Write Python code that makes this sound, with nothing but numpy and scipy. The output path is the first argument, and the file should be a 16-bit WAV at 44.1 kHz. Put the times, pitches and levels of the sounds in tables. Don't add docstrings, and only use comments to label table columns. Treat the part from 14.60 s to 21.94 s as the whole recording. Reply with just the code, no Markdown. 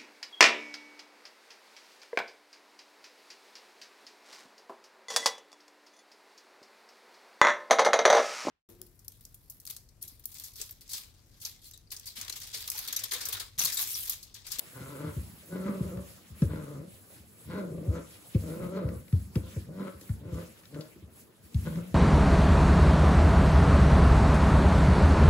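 import sys
import numpy as np
from scipy import signal
from scipy.fft import rfft, irfft
from scipy.io import wavfile
from scipy.ndimage import uniform_filter1d

SR = 44100
rng = np.random.default_rng(int(sys.argv[2]) if len(sys.argv) > 2 else 0)


def materialize(psi):
    bounded = np.clip(np.atleast_2d(psi).T, -1, 1)
    quanta = np.round(bounded * 32767).astype(np.int16)
    wavfile.write(sys.argv[1], SR, quanta)


def rack_gain(trim_db):
    fader = np.asarray(trim_db, float)
    return 10 ** (fader / 20)


N = 323840

# (start [s], length [s], effort [dB], pitch [Hz], open mouth over throat [dB])
GROWLS = [
    (0.129, 0.42, -52, 129.1, -3),
    (0.885, 0.56, -45.5, 182.5, -15),
    (1.866, 0.41, -49, 142.3, -12.5),
    (2.87, 0.56, -45.5, 167.1, -24.5),
    (3.799, 0.55, -46, 172.2, -18),
    (4.795, 0.15, -55, 185.5, -12),
    (5.057, 0.28, -54, 184.6, -12),
    (5.599, 0.27, -49, 175.4, -15),
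    (6.118, 0.13, -43, 154.9, -17),
    (7.031, 0.322, -51.5, 167, -12.5),
]
# (time [s], half length [s], effort change [dB], pitch change [semitones], mouth change [dB])
TUGS = [(0.345, 0.06, 4.5, 1.61, -5), (0.459, 0.06, 11, 4, -7.5), (0.958, 0.049, 3.5, 0, 4.5),
        (1.082, 0.051, 4, 2.04, 9), (1.189, 0.015, -4, 0.4, 3), (1.936, 0.081, 5.5, 1.94, 3),
        (2.281, 0.063, 3, 4.5, -29), (2.91, 0.047, -1, 0.5, 18), (2.988, 0.058, 6, 3, 14),
        (3.116, 0.026, -3.5, -1.1, 5), (3.369, 0.058, 5.5, -0.09, 15), (3.925, 0.046, 5, -1.5, 3),
        (4.04, 0.04, 5.5, 1, 8), (4.177, 0.052, 8, 1.11, 7.5), (4.254, 0.028, 3, -3, 1.5),
        (4.361, 0.054, 11, 0.77, 5.5), (5.081, 0.034, 5.5, -5, -22), (5.208, 0.036, 11.5, 0.5, 2.5),
        (5.276, 0.031, 11.5, 1.06, 5.5), (5.623, 0.053, -2.5, -2.5, 0), (5.792, 0.043, 5, -0.93, 4),
        (7.066, 0.025, 8, -0.02, 7), (7.185, 0.026, 7, 0.4, 0), (7.287, 0.053, -10, 2.25, -16)]
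# (centre [Hz], width [Hz], level [dB])
THROAT = [(264, 91.4, 5), (522, 119.6, 3), (617, 104, -2)]
# (centre [Hz], width [Hz], level [dB])
MOUTH = [(980, 350, 4.5), (1627, 850, -1), (1900, 200, 1), (4100, 670, -13.5)]
# (time [s], peak [dB], pitch of the blow [Hz], slap over peak [dB])
THUMPS = [(0.203, -37.5, 143, -15), (0.466, -35, 102, -20.5), (0.564, -23.5, 100.4, -26),
          (1.205, -20.5, 122, -26.5), (1.359, -28, 104, -27), (1.702, -36.5, 89.5, -52),
          (1.819, -11, 126, -21), (2.587, -50, 79, -22), (2.84, -45.5, 78, -37), (3.114, -33, 107, -10.5),
          (3.274, -20.5, 90.6, -42), (3.747, -14.5, 126, -21.5), (4.241, -20.5, 102.7, -31),
          (4.35, -38, 85.5, -22), (4.528, -13.5, 98, -40), (4.757, -16.5, 127.2, -19),
          (4.961, -26, 108, -17.5), (5.332, -46, 84, -14), (5.41, -53, 136, 2), (5.494, -21.5, 102.5, -44),
          (5.648, -34, 100, -15), (5.72, -26.5, 90, -21), (6.358, -46, 136.2, -15),
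          (6.419, -42.5, 81.2, -15.5), (6.498, -63, 102, -3), (6.737, -91, 85, -26), (6.82, -51.5, 82, -32),
          (6.945, -16, 96.6, -59), (7.307, -38, 89.1, -43)]
# (pitch [Hz], level [dB], t60 [s])
BOARDS = [(72.4, -3, 0.35), (95.7, -0.5, 0.3), (167, -30.5, 1), (261.5, -29.5, 0.16), (314.5, -40, 0.26)]
# (centre [Hz], width [Hz], level [dB])
UPPER_BOARDS = [(284, 33.3, -3), (320, 88, -0.5), (410, 117, -5), (533, 56, -10)]
# (time [s], peak [dB], centre [Hz], t60 [s])
TICKS = [(1.372, -46, 1580, 0.045), (1.82, -35.5, 1420, 0.065), (4.7578, -35, 850, 0.053),
         (3.7458, -45, 2530, 0.064), (4.2226, -59, 1315, 0.031), (4.2892, -41.5, 1406, 0.042),
         (4.481, -52, 2297, 0.044), (4.5258, -41.5, 1332, 0.056), (4.7554, -32.5, 1261, 0.024),
         (5.4115, -42, 7570, 0.051), (5.4928, -44, 1490, 0.038), (5.7426, -46, 1218, 0.044),
         (6.0343, -50.5, 1723, 0.06), (6.0544, -48, 4196, 0.028), (6.145, -46, 2300, 0.036),
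         (6.208, -42.5, 4230, 0.061), (6.2199, -53, 4994, 0.047), (6.9445, -42.5, 3856, 0.033),
         (7.158, -43, 1538, 0.044), (7.1964, -50, 1236, 0.04), (0.912, -51, 1100, 0.029),
         (3.506, -51, 7000, 0.055), (3.897, -51, 1202, 0.025)]
# (time [s], half length [s], hiss [dB], rustle over hiss [dB])
SHUFFLES = [(0.0, 0.31, -57.5, 0), (0.356, 0.098, -59.5, -1), (0.586, 0.14, -59, 0.5),
            (0.915, 0.16, -59, -1.5), (1.22, 0.12, -59, 1.5), (1.505, 0.079, -58, 1),
            (1.826, 0.05, -57.5, -1), (2.025, 0.18, -62.5, -0.5), (2.366, 0.076, -62, -3),
            (2.554, 0.048, -59, -2.5), (2.902, 0.2, -62.5, -1.5), (3.376, 0.14, -63, 2.5),
            (3.533, 0.054, -60, -0.5), (3.657, 0.073, -60.5, -3), (3.897, 0.17, -57.5, -0.5),
            (4.16, 0.03, -70, 9.5), (4.356, 0.087, -63, -3.5), (4.59, 0.091, -61, -2.5),
            (4.772, 0.034, -60, 0.5), (4.942, 0.083, -60.5, 4.5), (5.243, 0.087, -63, 0.5),
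            (5.47, 0.094, -61, 0.5), (5.799, 0.073, -61.5, 5.5), (5.982, 0.079, -63.5, 2),
            (6.236, 0.11, -64.5, 4), (6.592, 0.052, -62, -3), (6.855, 0.023, -63, -3),
            (7.078, 0.11, -58, 2.5), (1.68, 0.057, -65.5, 3), (7.3, 0.069, -64, 5)]
# (time [s], level [dB])
PAWS = [(0.72, -55), (1.07, -62), (1.98, -43.5), (2.18, -48), (2.32, -60), (2.93, -45), (3.2, -46.5),
        (3.88, -53), (4.02, -41), (4.35, -45), (5.1, -50), (5.58, -57), (6.148, -60), (7.1, -40),
        (7.17, -42.5)]
# (frequency [Hz], level per Hz [dB])
RUSTLE = [(500, -30), (1000, -3), (2000, -0.5), (4000, -2.5), (6000, -11.5), (8000, 9.5)]
# (frequency [Hz], level per Hz [dB])
RUMBLE = [(40, -9), (60, -11), (85, -0.5), (120, -9.5), (200, -2.5), (320, -32.5)]
# (frequency [Hz], level per Hz [dB])
ROOM_TONE = [(59, -43), (100, -4.5), (161, -15), (232, -13.5), (317, -9.5), (760, -21), (2000, -30.5),
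             (2800, -72)]
# (frequency [Hz], level per Hz [dB])
HISS = [(4000, 13), (6500, -25), (8200, 15.5), (11000, 2.5), (15500, 6)]

NEAR_S, NEAR_HALF_S = 7.22, 0.26


def effort():
    attack_s, release_s, edge_db = 0.035, 0.055, 15
    scoop_semitones, scoop_s = 2.2, 0.03
    trot_s, trot_db = 0.0543, 3.5
    t = np.arange(N) / SR
    current = np.maximum(np.searchsorted([g[0] - .03 for g in GROWLS], t) - 1, 0)
    start, length, level_db, pitch, mouth_db = np.transpose(GROWLS)[:, current]
    age = t - start
    since = np.maximum(age, 0)
    before_full = np.clip(1 - age / attack_s, 0, 3.0)
    after_full = np.clip(1 + (age - length) / release_s, 0, 3.5)
    level_db = level_db - edge_db * (before_full + after_full)
    bend = -scoop_semitones * np.exp(-since / scoop_s)
    for s, half, more_db, semitones, open_db in TUGS:
        tug = bump(s, half)
        level_db = level_db + more_db * tug
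        bend = bend + semitones * tug
        mouth_db = mouth_db + open_db * tug
    stride = np.cos(2 * np.pi * (t - 7.183) / trot_s)
    level_db = level_db + trot_db * bump(NEAR_S, NEAR_HALF_S) * stride
    jaw_hz = 1148 + 326 * np.exp(-since / 0.18) + 70.6 * drift(7.4)
    return pitch * 2 ** (bend / 12), level_db, mouth_db, jaw_hz


def growl(pitch, throat_db, mouth_db, jaw_hz):
    rough, waver = 0.41, 0.02
    chest = np.exp(-((pitch - 216) / 23.4) ** 2)
    first_db = throat_db + 1 + 10 * chest
    first_db = first_db - 0.17 * (mouth_db + 9.5)
    first_db = first_db + 10 * bump(NEAR_S, NEAR_HALF_S)
    pitch = pitch * (1 + waver * drift(14))
    cycles = np.cumsum(pitch * (1 + .15 * rough * drift(40))) / SR
    cycle = cycles.astype(int)
    alternate_db = 4.7 * np.clip(drift(3.6), 0, 2) * (cycle % 2 - .5)
    each_db = 10 * rough * np.tanh(rng.standard_normal(2000))[cycle % 2000]
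    strength = rack_gain(alternate_db + each_db)
    pulses = np.diff(cycle, prepend=0) * strength * np.sqrt(SR / pitch)
    breath = rng.standard_normal(N) * np.exp(-3.5 * (cycles % 1)) * strength
    first = np.sqrt(2) * np.sin(2 * np.pi * np.cumsum(pitch) / SR)
    first = first * rack_gain(8.8 * rough * drift(44))
    source = pulses + 3.0 * rough * breath
    throat = evened(cut(resonances(source, THROAT), [225, 780], "band"))
    rasp = (pulses + 5.5 * rough * breath) / strength ** .6
    mouth = resonances(rasp, MOUTH) + rack_gain(7.0) * moving_resonance(rasp, jaw_hz, width=73)
    mouth = evened(cut(mouth, 860, "high", order=5))
    return rack_gain(first_db) * first + rack_gain(throat_db) * (throat + rack_gain(mouth_db) * mouth)


def thumps():
    push_s = 0.015
    out, t = np.zeros(N + SR), np.arange(SR // 2) / SR
    chance = rng.standard_normal((len(THUMPS), len(BOARDS) * 2))
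    for (s, peak_db, blow_hz, slap_db), luck in zip(THUMPS, chance):
        hard = np.clip((blow_hz - 75) / 50, .1, 1.2)
        pitch = 68 + (100 + 115 * hard) * np.exp(-t / .0105)
        rise = t * (.5 + hard) / push_s
        wave = np.sin(2 * np.pi * np.cumsum(pitch) / SR) * rise ** 1.3 * np.exp(-rise ** 1.5)
        wave = wave / np.abs(wave).max()
        for k, (hz, level_db, t60) in enumerate(BOARDS):
            ring_db = level_db - 2.5 - 4.2 * hard + 0.43 * luck[k] - 60 * t / t60
            swell = (1 - np.exp(-(t * hz) ** 2)) * rack_gain(ring_db)
            wave += swell * np.sin(2 * np.pi * hz * (1 + 0.021 * luck[-1 - k]) * t + 3 * luck[k])
        contact = rng.standard_normal(len(t)) * (1 - np.exp(-t / 0.00074)) * rack_gain(-60 * t / 0.11)
        slap = resonances(contact, UPPER_BOARDS) * rack_gain(slap_db + 34)
        out[round(s * SR):][:len(t)] += rack_gain(peak_db - 1.5) * (wave + slap)
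    return out[:N]


def ticks():
    out, t = np.zeros(N + SR), np.arange(SR // 5) / SR
    for s, peak_db, hz, t60 in TICKS:
        noise = rng.standard_normal(len(t))
        broad = cut(noise, [900, 7000], "band", order=1)
        edge = 1.46 * broad * rack_gain(-60 * t / 0.013)
        scuff = 0.5 * broad + 3.8 * resonances(noise, [(hz, hz / 3, 0)])
        out[round(s * SR):][:len(t)] += rack_gain(peak_db - 6.5) * (edge + scuff * rack_gain(-60 * t / t60))
    return out[:N]


def hallway(x):
    t60_s, dull_hz = 0.38, 2560
    t = np.arange(SR // 2) / SR
    tail = rng.standard_normal((2, len(t))) * rack_gain(-60 * t / t60_s) * (t > .004)
    tail = cut(cut(tail, dull_hz, "low", order=1), 436, "high")
    return signal.fftconvolve(x[None], rms_one(tail) / np.sqrt(len(t)), axes=1)[:, :N]


def carpet_rubs(throat_db, mouth_db):
    hiss = power(-73)
    rustle = power(-70.5) + power(throat_db + mouth_db - 14)
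    for s, half, hiss_db, over_db in SHUFFLES:
        rub = bump(s, half) * power(hiss_db)
        hiss = hiss + rub
        rustle = rustle + rub * power(over_db)
    return 10 * np.log10(rustle), 10 * np.log10(hiss)


def rustle_noise(rustle_db):
    return rack_gain(rustle_db) * coloured(RUSTLE, alike=0.0057, patchy_db=2.5)


def floor_rumble(throat_db):
    after_db, after_share, rise_s, t60_s = -30, 0.52, 0.025, 0.65
    rumble = power(-65.5) + power(throat_db - 13)
    for s, paw_db in PAWS:
        rumble = rumble + bump(s, 0.046) * power(paw_db)
    for s, peak_db, *_ in THUMPS:
        age = np.maximum(np.arange(N) / SR - s, 0)
        fall_db = after_db + after_share * peak_db - 60 * age / t60_s
        rumble = rumble + power(fall_db) * np.minimum(age / rise_s, 1) ** 2
    return np.sqrt(rumble) * coloured(RUMBLE, alike=0.82, patchy_db=0.5)


def room_tone(rustle_db):
    return rack_gain(-60 + 0.34 * (rustle_db + 62)) * coloured(ROOM_TONE, alike=0.59, patchy_db=3.5)


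def hiss_noise(hiss_db):
    return rack_gain(hiss_db + 6) * coloured(HISS, alike=0.37, patchy_db=1.77)


def coloured(spectrum, alike, patchy_db):
    hz_at, db_at = np.transpose(spectrum)
    edges = hz_at[0] * 2 ** np.arange(0, np.log2(hz_at[-1] / hz_at[0]) + .5, .5)
    white, out = rng.standard_normal((2, 2, N)), 0
    for k, (low, high) in enumerate(zip(edges, edges[1:])):
        mid, side = cut(white[k % 2], [low, high], "band")
        level_db = np.interp(np.log(low * high) / 2, np.log(hz_at), db_at) + patchy_db * drift(14.6)
        pair = np.sqrt(1 + alike) * mid + np.sqrt(1 - alike) * side * [[1], [-1]]
        out = out + rack_gain(level_db) * pair
    return rms_one(out)


def resonances(x, peaks):
    out = 0
    for k, (hz, width, level_db) in enumerate(peaks):
        r = np.exp(-np.pi * width / SR)
        poles = [1, -2 * r * np.cos(2 * np.pi * hz / SR), r * r]
        ring = signal.lfilter([(1 - r * r) / 2, 0, (r * r - 1) / 2], poles, x)
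        out = out + (-1) ** k * rack_gain(level_db) * ring
    return out


def moving_resonance(x, hz, width):
    out, state, r = np.zeros(N), np.zeros(2), np.exp(-np.pi * width / SR)
    zeros = [(1 - r * r) / 2, 0, (r * r - 1) / 2]
    for i in range(0, N, 256):
        poles = [1, -2 * r * np.cos(2 * np.pi * hz[i] / SR), r * r]
        out[i:i + 256], state = signal.lfilter(zeros, poles, x[i:i + 256], zi=state)
    return out


def evened(x):
    return x / np.sqrt(uniform_filter1d(x ** 2, size=2600) + 1e-12)


def cut(x, hz, kind, order=2):
    return signal.sosfilt(signal.butter(order, hz, kind, fs=SR, output="sos"), x)


def drift(rate):
    r = np.exp(-2 * np.pi * rate / SR)
    return rms_one(signal.lfilter([1], [1, -2 * r, r * r], rng.standard_normal(N + SR))[SR:])


def bump(s, half):
    return np.exp(-((np.arange(N) / SR - s) / half) ** 2)


def rms_one(x):
    return x / np.sqrt(np.mean(x ** 2) + 1e-20)


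def power(level_db):
    return rack_gain(level_db) ** 2


def scene():
    pitch, throat_db, mouth_db, jaw_hz = effort()
    voice, floor, hard = growl(pitch, throat_db, mouth_db, jaw_hz), thumps(), ticks()
    near = voice + cut(floor + hard, [640, 800], "bandstop", order=1)
    bright = cut(near, 640, "high")
    direct = near * rack_gain(np.array([[.8], [-.8]])) + 0.29 * bright * np.array([[1], [-1]])
    direct[1] = np.roll(direct[1], shift=3)
    sent = rack_gain(-9) * voice + rack_gain(-22) * floor + rack_gain(-12) * hard
    room = hallway(sent) * rack_gain(np.array([[1.2], [-1.2]]))
    rustle_db, hiss_db = carpet_rubs(throat_db, mouth_db)
    air = rustle_noise(rustle_db) + floor_rumble(throat_db) + room_tone(rustle_db) + hiss_noise(hiss_db)
    return direct + room + air


def roll_off(x):
    return signal.sosfilt(signal.butter(12, 17100, fs=SR, output="sos"), x)


def record(dry):
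    shared_from_hz, in_step_hz, lag_samples, top_hz = 5000, 6940, 10, 15760
    hz = np.arange(N // 2 + 1) * SR / N
    both = rfft(cut(dry, 52, "high", order=3), axis=1)
    shared = np.clip((hz - shared_from_hz) / 3300, 0, 1)
    turn = np.pi * (hz - in_step_hz) * lag_samples / SR
    one = both.mean(axis=0) * np.exp(1j * turn * [[-1], [1]])
    mix = irfft((1 - shared) * both + shared * one * (hz < top_hz), N, axis=1)
    return roll_off(mix)


dry = scene()
out = record(dry)
materialize(out)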